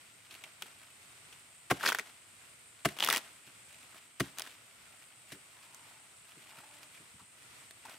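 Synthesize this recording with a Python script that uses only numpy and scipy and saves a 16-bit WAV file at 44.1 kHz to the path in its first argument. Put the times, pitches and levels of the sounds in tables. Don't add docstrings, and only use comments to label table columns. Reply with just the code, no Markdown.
import sys
import numpy as np
from scipy import signal
from scipy.fft import rfft, irfft, next_fast_len
from scipy.io import wavfile

SR = 44100
rng = np.random.default_rng(int(sys.argv[2]) if len(sys.argv) > 2 else 0)


def master(y):
    cut = np.clip(np.atleast_2d(y).T, -1, 1)
    pcm = np.round(cut * 32767)
    wavfile.write(sys.argv[1], SR, pcm.astype(np.int16))


N = 351918
TIME = np.arange(N) / SR

# (time [s], length [s], crunch [dB], entry pitch [Hz], rest pitch [Hz], fizz [dB],
# blade ring re drag [dB], thud time [s], thud [dB], thud pitch [factor])
CHOP_EVENTS = [(1.7001, .021, -24, 1820, 1140, -38.5, -27, 1.7145, -22.5, 0.986),
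               (2.8486, 0.014, -24, 2360, 1120, -33.5, -24, 2.858, -22, 1.07),
               (4.198, .013, -26, 2020, 1520, -35, -31.5, 4.2075, -21.5, 0.984)]
# (pith gives at [s], tearing goes on for [s], tearing [dB before trim],
# build-up [dB/s], crumb trickle [dB before trim])
PRY_EVENTS = [(1.866, 0.025, -32, 270, -41.5), (3.03, .15, -37.5, 258, -58.5),
              (4.388, 0.0064, -43.5, 900, -47.5)]
# (time [s], knock [dB before trim], knock pitch [Hz], crack [dB before trim])
SNAP_EVENTS = [(1.8097, -28, 1540, -58), (1.8346, -26, 1280, -43), (1.838, -21, 1290, -41),
               (1.8511, -22.5, 1300, -48), (1.8612, -17, 4870, -36), (1.8634, -16, 1620, -38),
               (1.8756, -16, 4800, -33), (1.8892, -15.5, 1580, -24.5), (1.9209, -17, 1420, -39),
               (1.927, -22, 2130, -34), (1.9481, -17.5, 1670, -30.5), (1.9869, -23, 1620, -32.5),
               (1.9908, -24, 2190, -42), (1.9956, -21.5, 2150, -35.5), (2.988, -25, 3100, -37),
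               (3, -26, 3100, -33), (3.005, -17.5, 3320, -34), (3.0255, -13.5, 3150, -37),
               (3.038, -16, 3200, -27), (3.0474, -30, 3140, -22), (3.0634, -21, 3400, -34),
               (3.0744, -20, 3300, -29), (3.0877, -15, 1290, -22.5), (3.1014, -14.5, 3600, -22),
               (3.1091, -16, 2130, -27), (3.127, -17, 1890, -19.5), (3.1374, -25, 2690, -27),
               (3.1482, -23, 2020, -28.5), (3.1616, -18, 3050, -25), (3.171, -23, 2500, -27.5),
               (3.1791, -33, 1530, -31), (4.3852, -33, 3980, -31.5), (4.3965, -38, 3500, -30.5),
               (4.4201, -34, 4100, -33.5)]
# (frequency [Hz], relative level [dB])
FIZZ_SPECTRUM = [(1200, 0.5), (2500, 8), (4500, 3.5), (6500, 0), (10000, 2.5), (15500, -9)]
# (frequency [Hz], relative level [dB])
PITH_SPECTRUM = [(40, -32), (120, -19), (250, -2.5), (450, -5.5), (650, 0), (1500, 0.5), (3200, 0.5),
                 (4500, -6.5), (7000, -10.5), (12000, -11.5), (16000, -22)]
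# (frequency [Hz], relative level [dB])
CRUMBLE_SPECTRUM = [(500, -21), (1500, -6), (2600, 1), (4000, -7), (6000, -12), (12000, -12.5),
                    (16000, -22.5)]
# (frequency [Hz], relative level [dB])
RUB_SPECTRUM = [(120, -17.5), (300, -1), (480, -15.5), (640, 3), (900, -2.5), (1400, 1), (2000, -5),
                (4000, -36.5)]
# (frequency [Hz], likeness [0-1])
FAR_LIKENESS = [(60, 0.56), (250, 0.84), (640, 0.37), (1400, 0), (3000, 0), (8000, 0.21)]


def gain_of(db):
    return 10 ** (np.asarray(db) / 20)


def evened(x):
    return x / np.sqrt(np.mean(x ** 2) + 1e-20)


def read(points, hz):
    f, value = np.transpose(points)
    return np.interp(np.log(hz + 1), np.log(f + 1), value)


def add(mix, s, sound):
    part = mix[:, max(round(s * SR), 0):][:, :sound.shape[-1]]
    part += sound[..., :part.shape[1]]


def high_pass(x, hz):
    return signal.sosfilt(signal.butter(2, hz, "highpass", fs=SR, output="sos"), x)


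def colour(x, spectrum):
    size = 2048
    log_gain = np.log(gain_of(read(spectrum, abs(np.fft.fftfreq(size, 1 / SR)))))
    taps = np.fft.ifft(np.exp(np.conj(signal.hilbert(log_gain)))).real
    return signal.oaconvolve(x, taps[None] / np.linalg.norm(taps), axes=1)[:, :x.shape[1]]


def resonate(x, hz, width_hz):
    turn = np.exp(2j * np.pi * np.cumsum(hz * np.ones(x.shape[1])) / SR)
    r = np.exp(-np.pi * width_hz / SR)
    return (turn * signal.lfilter([1 - r], [1, -r], x / turn)).real


def pair(x, likeness):
    size = next_fast_len(x.shape[1])
    same = np.clip(read(likeness, np.fft.rfftfreq(size, 1 / SR)), 0, .995)
    mid, side = rfft(x, size)
    side = side * np.sqrt((1 - same) / (1 + same))
    return irfft([mid + side, mid - side], size)[:, :x.shape[1]]


def hiss(size, likeness=None):
    # (frequency [Hz], likeness [0-1])
    near_likeness = [(200, .99), (700, .98), (1300, .95), (2500, .82), (5000, .62), (12000, .52)]
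    return pair(rng.standard_normal((2, size)), near_likeness if likeness is None else likeness)


def drift(size, per_s):
    knots = rng.standard_normal(int(size / SR * per_s) + 4)
    return evened(np.interp(np.arange(size) / SR * per_s, np.arange(len(knots)), knots))


def grains(per_s, spread_db, life_s):
    sizes_db = spread_db * np.minimum(rng.exponential(1, N), 3.5)
    clicks = (rng.random(N) < per_s / SR) * gain_of(sizes_db)
    power = signal.lfilter([1], [1, -np.exp(-2 / (life_s * SR))], clicks ** 2)
    return evened(np.sqrt(power)) * hiss(N)


def swell(peak_s, length_s, rise=0.46):
    after = (TIME - peak_s) / length_s
    return np.exp(-np.minimum((after / np.where(after < 0, rise, 1 - rise)) ** 2, 20))


def held(s, hold_s, rise_db_per_s, fall_db_per_s):
    before_s = np.maximum(s - TIME, 0)
    after_s = np.maximum(TIME - s - hold_s, 0)
    return gain_of(-rise_db_per_s * before_s - fall_db_per_s * after_s)


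def forest(wash_db=-63, waver_db=1.34, drip_db=-73):
    # (frequency [Hz], relative level [dB])
    wash_spectrum = [(20, -12), (50, -6.5), (110, 3.5), (200, -3.5), (480, -6), (900, -7), (1400, -2.5),
                     (1700, -7), (2050, -1.5), (3000, -5), (5000, -9.5), (11500, -14.5), (14000, -18),
                     (16000, -35)]
    wash = colour(hiss(N, FAR_LIKENESS), wash_spectrum) * gain_of(wash_db + waver_db * drift(N, per_s=7))
    drops = grains(per_s=120, spread_db=3, life_s=.001)
    return wash + gain_of(drip_db) * colour(drops, CRUMBLE_SPECTRUM)


def insects(chorus_db=-64.5, rest_db=-1.5, shrill_db=-68, shrill_hz=9170, sag_hz=400):
    # (frequency [Hz], relative level [dB])
    chorus_spectrum = [(6000, -35.5), (6850, -15), (7080, -1.5), (7300, -7), (7700, 0), (8150, 1),
                       (8600, -1), (9000, -2), (9250, -7), (9420, -12), (9600, -20), (10500, -40)]
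    # (deepest at [s], length [s])
    rests = [(.2, 1.05), (4.25, 1.05)]
    rest = sum(swell(s, length_s, rise=0.28) for s, length_s in rests)
    chorus = gain_of(chorus_db) * colour(hiss(N, FAR_LIKENESS), chorus_spectrum)
    shrill = hiss(N, FAR_LIKENESS)
    for _ in range(3):
        shrill = resonate(shrill, shrill_hz - sag_hz * rest, width_hz=560)
    level = gain_of(rest_db * rest + 0.83 * drift(N, per_s=28))
    return (chorus + gain_of(shrill_db) * evened(shrill)) * level


def thud(pitch, push_s=0.0023):
    # (frequency at pitch factor 1 [Hz], level [dB], t60 [s])
    trunk_modes = [(76, -20.5, 0.15), (140.3, -4, 0.078), (162, -6.5, 0.065), (195.6, -6.5, 0.085),
                   (278, -1.5, 0.069), (342, -8.5, 0.1), (378, -6, 0.057), (563, -13, 0.039)]
    t = np.arange(SR // 4) / SR
    modes = sum(gain_of(db - 60 * t / t60_s) * np.sin(2 * np.pi * hz * pitch * t)
                for hz, db, t60_s in trunk_modes)
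    return high_pass(-modes * (1 - np.exp(-t / push_s)), 55)


def debris(dull_db=-12):
    # (time [s], level [dB], pitch [Hz], t60 [s], bright edge re level [dB])
    ticks = [(.309, -47.5, 2900, 0.063, -10), (0.4386, -40, 2680, 0.042, -14),
             (.622, -32.5, 2620, 0.026, -5), (1.3266, -49.5, 2780, 0.058, -6),
             (2.888, -38, 2200, 0.022, -3), (4.463, -47.5, 1600, 0.064, -6), (5.32, -48.5, 1890, 0.085, 5),
             (5.746, -44, 7100, 0.015, -11), (6.586, -52, 1270, 0.05, 0), (6.83, -56, 6200, 0.072, 3),
             (6.975, -53, 2190, .046, -9), (7.193, -53.5, 1090, 0.13, -12), (7.709, -48, 2590, 0.02, 2),
             (7.852, -46, 860, 0.07, -3.5), (7.895, -42.5, 1120, 0.031, -5)]
    # (time [s], level [dB], pitch [factor])
    bumps = [(0.626, -50, 1.34), (3.471, -50, 1), (5.322, -39, 1.05), (5.352, -49, 1.4), (6.367, -48, 1.13),
             (6.581, -49, 0.98), (6.999, -48.5, 1.11), (7.142, -47, 0.62), (7.213, -49, .68)]
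    out, t = np.zeros((2, N)), np.arange(SR // 8) / SR
    for s, db, hz, t60_s, bright_db in ticks:
        body = evened(high_pass(resonate(hiss(len(t)), hz, width_hz=0.25 * hz), hz / 2))
        edge = colour(hiss(len(t)), FIZZ_SPECTRUM)
        dull = colour(hiss(len(t)), RUB_SPECTRUM)
        tick = body + gain_of(bright_db) * edge + gain_of(dull_db) * dull
        add(out, s, gain_of(db - 60 * t / t60_s) * tick)
    for s, db, pitch in bumps:
        add(out, s, gain_of(db) * thud(pitch, push_s=0.0062))
    return out


def rummaging(crumble_trim_db=-1, rub_trim_db=-1.0, idle_crumble_db=-70, idle_rub_db=-74,
              clump_db=2.5, flake_db=-7):
    # (strongest at [s], length [s], crumbling [dB before trim],
    # dull rubbing [dB before trim])
    strokes = [(0.344, 0.13, -56.5, -61), (.46, 0.1, -61, -63.5), (.65, 0.11, -56, -59),
               (.83, 0.15, -62, -64), (1.032, 0.044, -63.5, -77), (1.374, 0.13, -62.5, -70),
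               (2.428, 0.069, -61.5, -67), (3.277, .2, -62.5, -66.5), (3.477, 0.068, -59.5, -63.5),
               (3.75, 0.14, -58.5, -67), (3.83, 0.059, -63, -66), (3.949, 0.11, -58, -59.5),
               (4.495, .1, -58, -74), (4.952, 0.45, -66.5, -70), (5.327, 0.088, -58, -65),
               (5.62, 0.33, -65, -69), (5.896, 0.14, -63, -63), (6.325, 0.11, -61, -67),
               (6.475, 0.19, -59, -65.5), (6.596, 0.17, -59.5, -61.5), (6.8, 0.23, -61, -65.5),
               (6.96, 0.06, -62, -73), (7.61, 0.079, -65, -66), (7.897, 0.13, -57, -57.5)]
    crumbs = grains(per_s=900, spread_db=2.5, life_s=.001)
    scuffs = grains(per_s=300, spread_db=2.5, life_s=.003)
    flakes = grains(per_s=45, spread_db=1.5, life_s=.002)
    crumble, rub = gain_of(idle_crumble_db), gain_of(idle_rub_db)
    for s, length_s, crumbling_db, rubbing_db in strokes:
        push = swell(s, length_s)
        crumble = np.hypot(crumble, gain_of(crumbling_db + crumble_trim_db) * push)
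        rub = np.hypot(rub, gain_of(rubbing_db + rub_trim_db) * push)
    clumps = evened(gain_of(clump_db * drift(N, per_s=35)))
    crumbling = colour(crumbs * clumps + gain_of(flake_db) * flakes, CRUMBLE_SPECTRUM)
    return crumble * crumbling + rub * colour(scuffs, RUB_SPECTRUM)


def chops(cell_db=-4, squelch_db=-3, pulp_db=-6, deep_cut_s=0.021):
    # (frequency [Hz], relative level [dB])
    crunch_spectrum = [(150, -36), (350, 23), (480, -14.5), (720, 12), (900, -6), (1300, -0.5),
                       (2300, -1.5), (4000, -21.5), (7000, -30)]
    # (frequency [Hz], width [Hz], level [dB])
    blade_modes = [(684, 65, 3), (1130, 110, 3.5), (1250, 51, -7), (1565, 51, -4.5), (2070, 74, -2),
                   (2830, 86, -6.5)]
    out, t = np.zeros((2, N)), np.arange(SR // 12) / SR
    for s, length_s, db, entry_hz, rest_hz, fizz_db, ring_db, stop_s, thud_db, pitch in CHOP_EVENTS:
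        depth = t / length_s
        press = gain_of(np.interp(depth, [0, .25, .65, .9, 1.25, 2.5], [-14, -9.5, 1.5, -8.5, -25, -65]))
        split = gain_of(np.interp(depth, [0, .12, .65, 1.1, 2, 4], [-10, 0.5, 0.5, -6.5, -17, -24]))
        squeeze = gain_of(np.interp(depth, [0, .5, .9, 1.3, 2.5], [-30, -13.0, -1.5, -10.5, -39]))

        squelch_hz = np.interp(depth, [0, 1], [entry_hz, rest_hz])
        squelch = high_pass(evened(resonate(hiss(len(t)), squelch_hz, width_hz=320)), 950)
        cells = evened(high_pass(colour(hiss(len(t)), crunch_spectrum), 720))
        crunch = gain_of(cell_db) * cells + gain_of(squelch_db) * squelch
        pulp_hz = np.interp(depth, [.5, 1.2], [700, 380])
        pulp = evened(high_pass(resonate(hiss(len(t)), pulp_hz, width_hz=80), 150))
        pulp_gain = gain_of(pulp_db) * (length_s / deep_cut_s) ** 2
        add(out, s, gain_of(db) * (press * crunch + pulp_gain * squeeze * pulp))

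        drag = hiss(len(t)) * press
        ring = sum(gain_of(mode_db) * evened(resonate(drag, hz, width_hz))
                   for hz, width_hz, mode_db in blade_modes)
        ring_gain = gain_of(ring_db) * drag.std()
        fizz = evened(colour(hiss(len(t)) * gain_of(1.2 * drift(len(t), per_s=580)), FIZZ_SPECTRUM))
        add(out, s, gain_of(fizz_db) * split * fizz + ring_gain * evened(high_pass(ring, 500)))
        add(out, stop_s, gain_of(thud_db) * thud(pitch))
    return out


def strain(release_db_per_s=620):
    return sum(gain_of(db) * held(s, hold_s, rise, release_db_per_s)
               for s, hold_s, db, rise, trickle_db in PRY_EVENTS)


def tearing(trim_db=-2.0, onset_db_per_s=900, clump_db=3.0, settle_db=-24, settle_after_s=0.041,
            settle_db_per_s=142, trickle_db_per_s=86):
    crackle = grains(per_s=1800, spread_db=2, life_s=.0005)
    crackle = crackle * evened(gain_of(clump_db * drift(N, per_s=160)))
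    settle = sum(gain_of(db + settle_db) * held(s + settle_after_s, 0, onset_db_per_s, settle_db_per_s)
                 for s, length_s, db, *_ in CHOP_EVENTS)
    trickle = sum(gain_of(trickle_db) * held(s + hold_s, 0, onset_db_per_s, trickle_db_per_s)
                  for s, hold_s, db, rise, trickle_db in PRY_EVENTS)
    level = np.sqrt(strain() ** 2 + settle ** 2 + trickle ** 2)
    return gain_of(trim_db) * colour(crackle, PITH_SPECTRUM) * level


def second_halves(delay_s=.0021, octaves=0.35, knock_db=-7, crack_db=-9.5):
    chance = rng.uniform(-1, 1, (len(SNAP_EVENTS), 2))
    rows = []
    for (s, db, hz, sharp_db), (late, detune) in zip(SNAP_EVENTS, chance):
        half_s = s + delay_s * (1 + .3 * late)
        rows.append((half_s, db + knock_db, hz * 2 ** (octaves * detune), sharp_db + crack_db))
    return rows


def thin_fibres(gap_s=.009, lead_s=.02, knock_db=6.0, crack_db=1.0, spread_db=2.0,
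                middle_hz=2300, octaves=0.49):
    force, rows = strain(), []
    for s, hold_s, *_ in PRY_EVENTS:
        wait, knock, crack, pitch = np.clip(rng.standard_normal(size=(40, 4)), -2, 2).T
        times = s - lead_s + np.cumsum(gap_s * np.exp(.5 * wait))
        db = 20 * np.log10(np.interp(times, TIME, force) + 1e-9)
        knocks_db = db + knock_db + spread_db * knock
        cracks_db = db + crack_db + spread_db * crack
        fibres = np.transpose([times, knocks_db, middle_hz * 2 ** (octaves * pitch), cracks_db])
        rows += list(fibres[times < s + hold_s + lead_s])
    return rows


def snaps(ring_cycles=2.27, crack_life_s=0.00066, knock_trim_db=1, crack_trim_db=4.0, spike=1.6,
          scatter_db=-19, scatter_life_s=0.006, trunk_db=-27.5):
    # (frequency [Hz], relative level [dB])
    crack_spectrum = [(50, -37), (200, -18), (500, -6), (1500, 2), (3200, 2), (5000, 7), (7000, 3),
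                      (12000, 1), (16000, -2.5)]
    out, t = np.zeros((2, N)), np.arange(SR // 25) / SR
    for s, db, hz, sharp_db in SNAP_EVENTS + second_halves() + thin_fibres():
        knock = high_pass(-np.sin(2 * np.pi * hz * t) * np.exp(-t * hz / ring_cycles), 600)
        splinters = hiss(len(t)) * np.exp(-t / crack_life_s)
        crack = colour(splinters - spike * (t == 0), crack_spectrum)
        scatter = colour(hiss(len(t)) * np.exp(-t / scatter_life_s), PITH_SPECTRUM)
        sides = gain_of(rng.normal(.1, 1.0) * np.array([[1], [-1]]))
        body = gain_of(db) * (gain_of(knock_trim_db) * knock + gain_of(scatter_db) * scatter)
        add(out, s, sides * (body + gain_of(sharp_db + crack_trim_db) * crack))
        add(out, s, gain_of(db + trunk_db) * high_pass(thud(rng.uniform(1.03, 1.494)), 230))
    return out


def scraping(width_hz=130):
    # (strongest at [s], length [s], level [dB], pitch at the peak [Hz], glide [Hz/s])
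    scrapes = [(4.88, .25, -68, 1400, 0), (5.81, 0.57, -67, 920, -500), (6.58, 0.28, -64.5, 860, 0)]
    slips = grains(per_s=400, spread_db=2.5, life_s=.002)
    out = np.zeros((2, N))
    for s, length_s, db, hz, glide in scrapes:
        pitch_hz = hz + glide * np.clip(TIME - s, -length_s, length_s)
        hollow = evened(high_pass(resonate(slips, pitch_hz, width_hz), hz / 2))
        out += gain_of(db) * swell(s, length_s) * hollow
    return out


def far_tone(peak_s=6.74, length_s=.36, db=-70, hz=294, rise_hz_per_s=50):
    # (multiple of the pitch, relative level [dB])
    partials = [(1, 0), (2, 4.5), (3, 1.5), (5, -9)]
    pitch_hz = hz + rise_hz_per_s * np.clip(TIME - peak_s, -length_s, length_s)
    turns = np.cumsum(pitch_hz * (1 + 0.0037 * drift(N, per_s=47))) / SR
    tone = sum(gain_of(part_db + 2 * drift(N, per_s=26)) * np.sin(2 * np.pi * round(k) * turns)
               for k, part_db in partials)
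    return gain_of(db) * swell(peak_s, length_s, rise=0.52) * evened(tone)


def surroundings(x):
    # (frequency [Hz], t60 [s])
    tail_decay = [(150, 0.45), (1000, 0.43), (3000, 0.31), (8000, 0.43), (15000, 0.052)]
    hz, t, z = signal.stft(rng.standard_normal((2, SR // 2)), SR, nperseg=256)
    decay = gain_of(-60 * t / read(tail_decay, hz)[:, None])
    onset = 1 - np.exp(-t / 0.0029)
    tail = signal.istft(z * decay * onset, SR, nperseg=256)[1]
    tail = pair(tail, FAR_LIKENESS)
    return signal.fftconvolve(x.mean(0)[None], tail / np.linalg.norm(tail[0]), axes=1)[:, :N]


def scene(echo_db=-22, lean_db=0.36):
    # (delay [s], level [dB])
    reflections = [(.0021, -24), (.0046, -24)]
    far = forest() + insects() + far_tone()
    work = debris() + rummaging() + chops() + tearing() + snaps() + scraping()
    work = work * gain_of([[lean_db], [-lean_db]])
    mix = work + gain_of(echo_db) * surroundings(work) + far
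    for delay_s, db in reflections:
        add(mix, delay_s, gain_of(db) * work)
    return mix


def record(dry, bass_hz=62, edge_hz=15850):
    edge = signal.firwin(301, edge_hz, window=("kaiser", 8), fs=SR)
    return signal.oaconvolve(high_pass(dry, bass_hz), edge[None], "same")


dry = scene()
out = record(dry)
master(out)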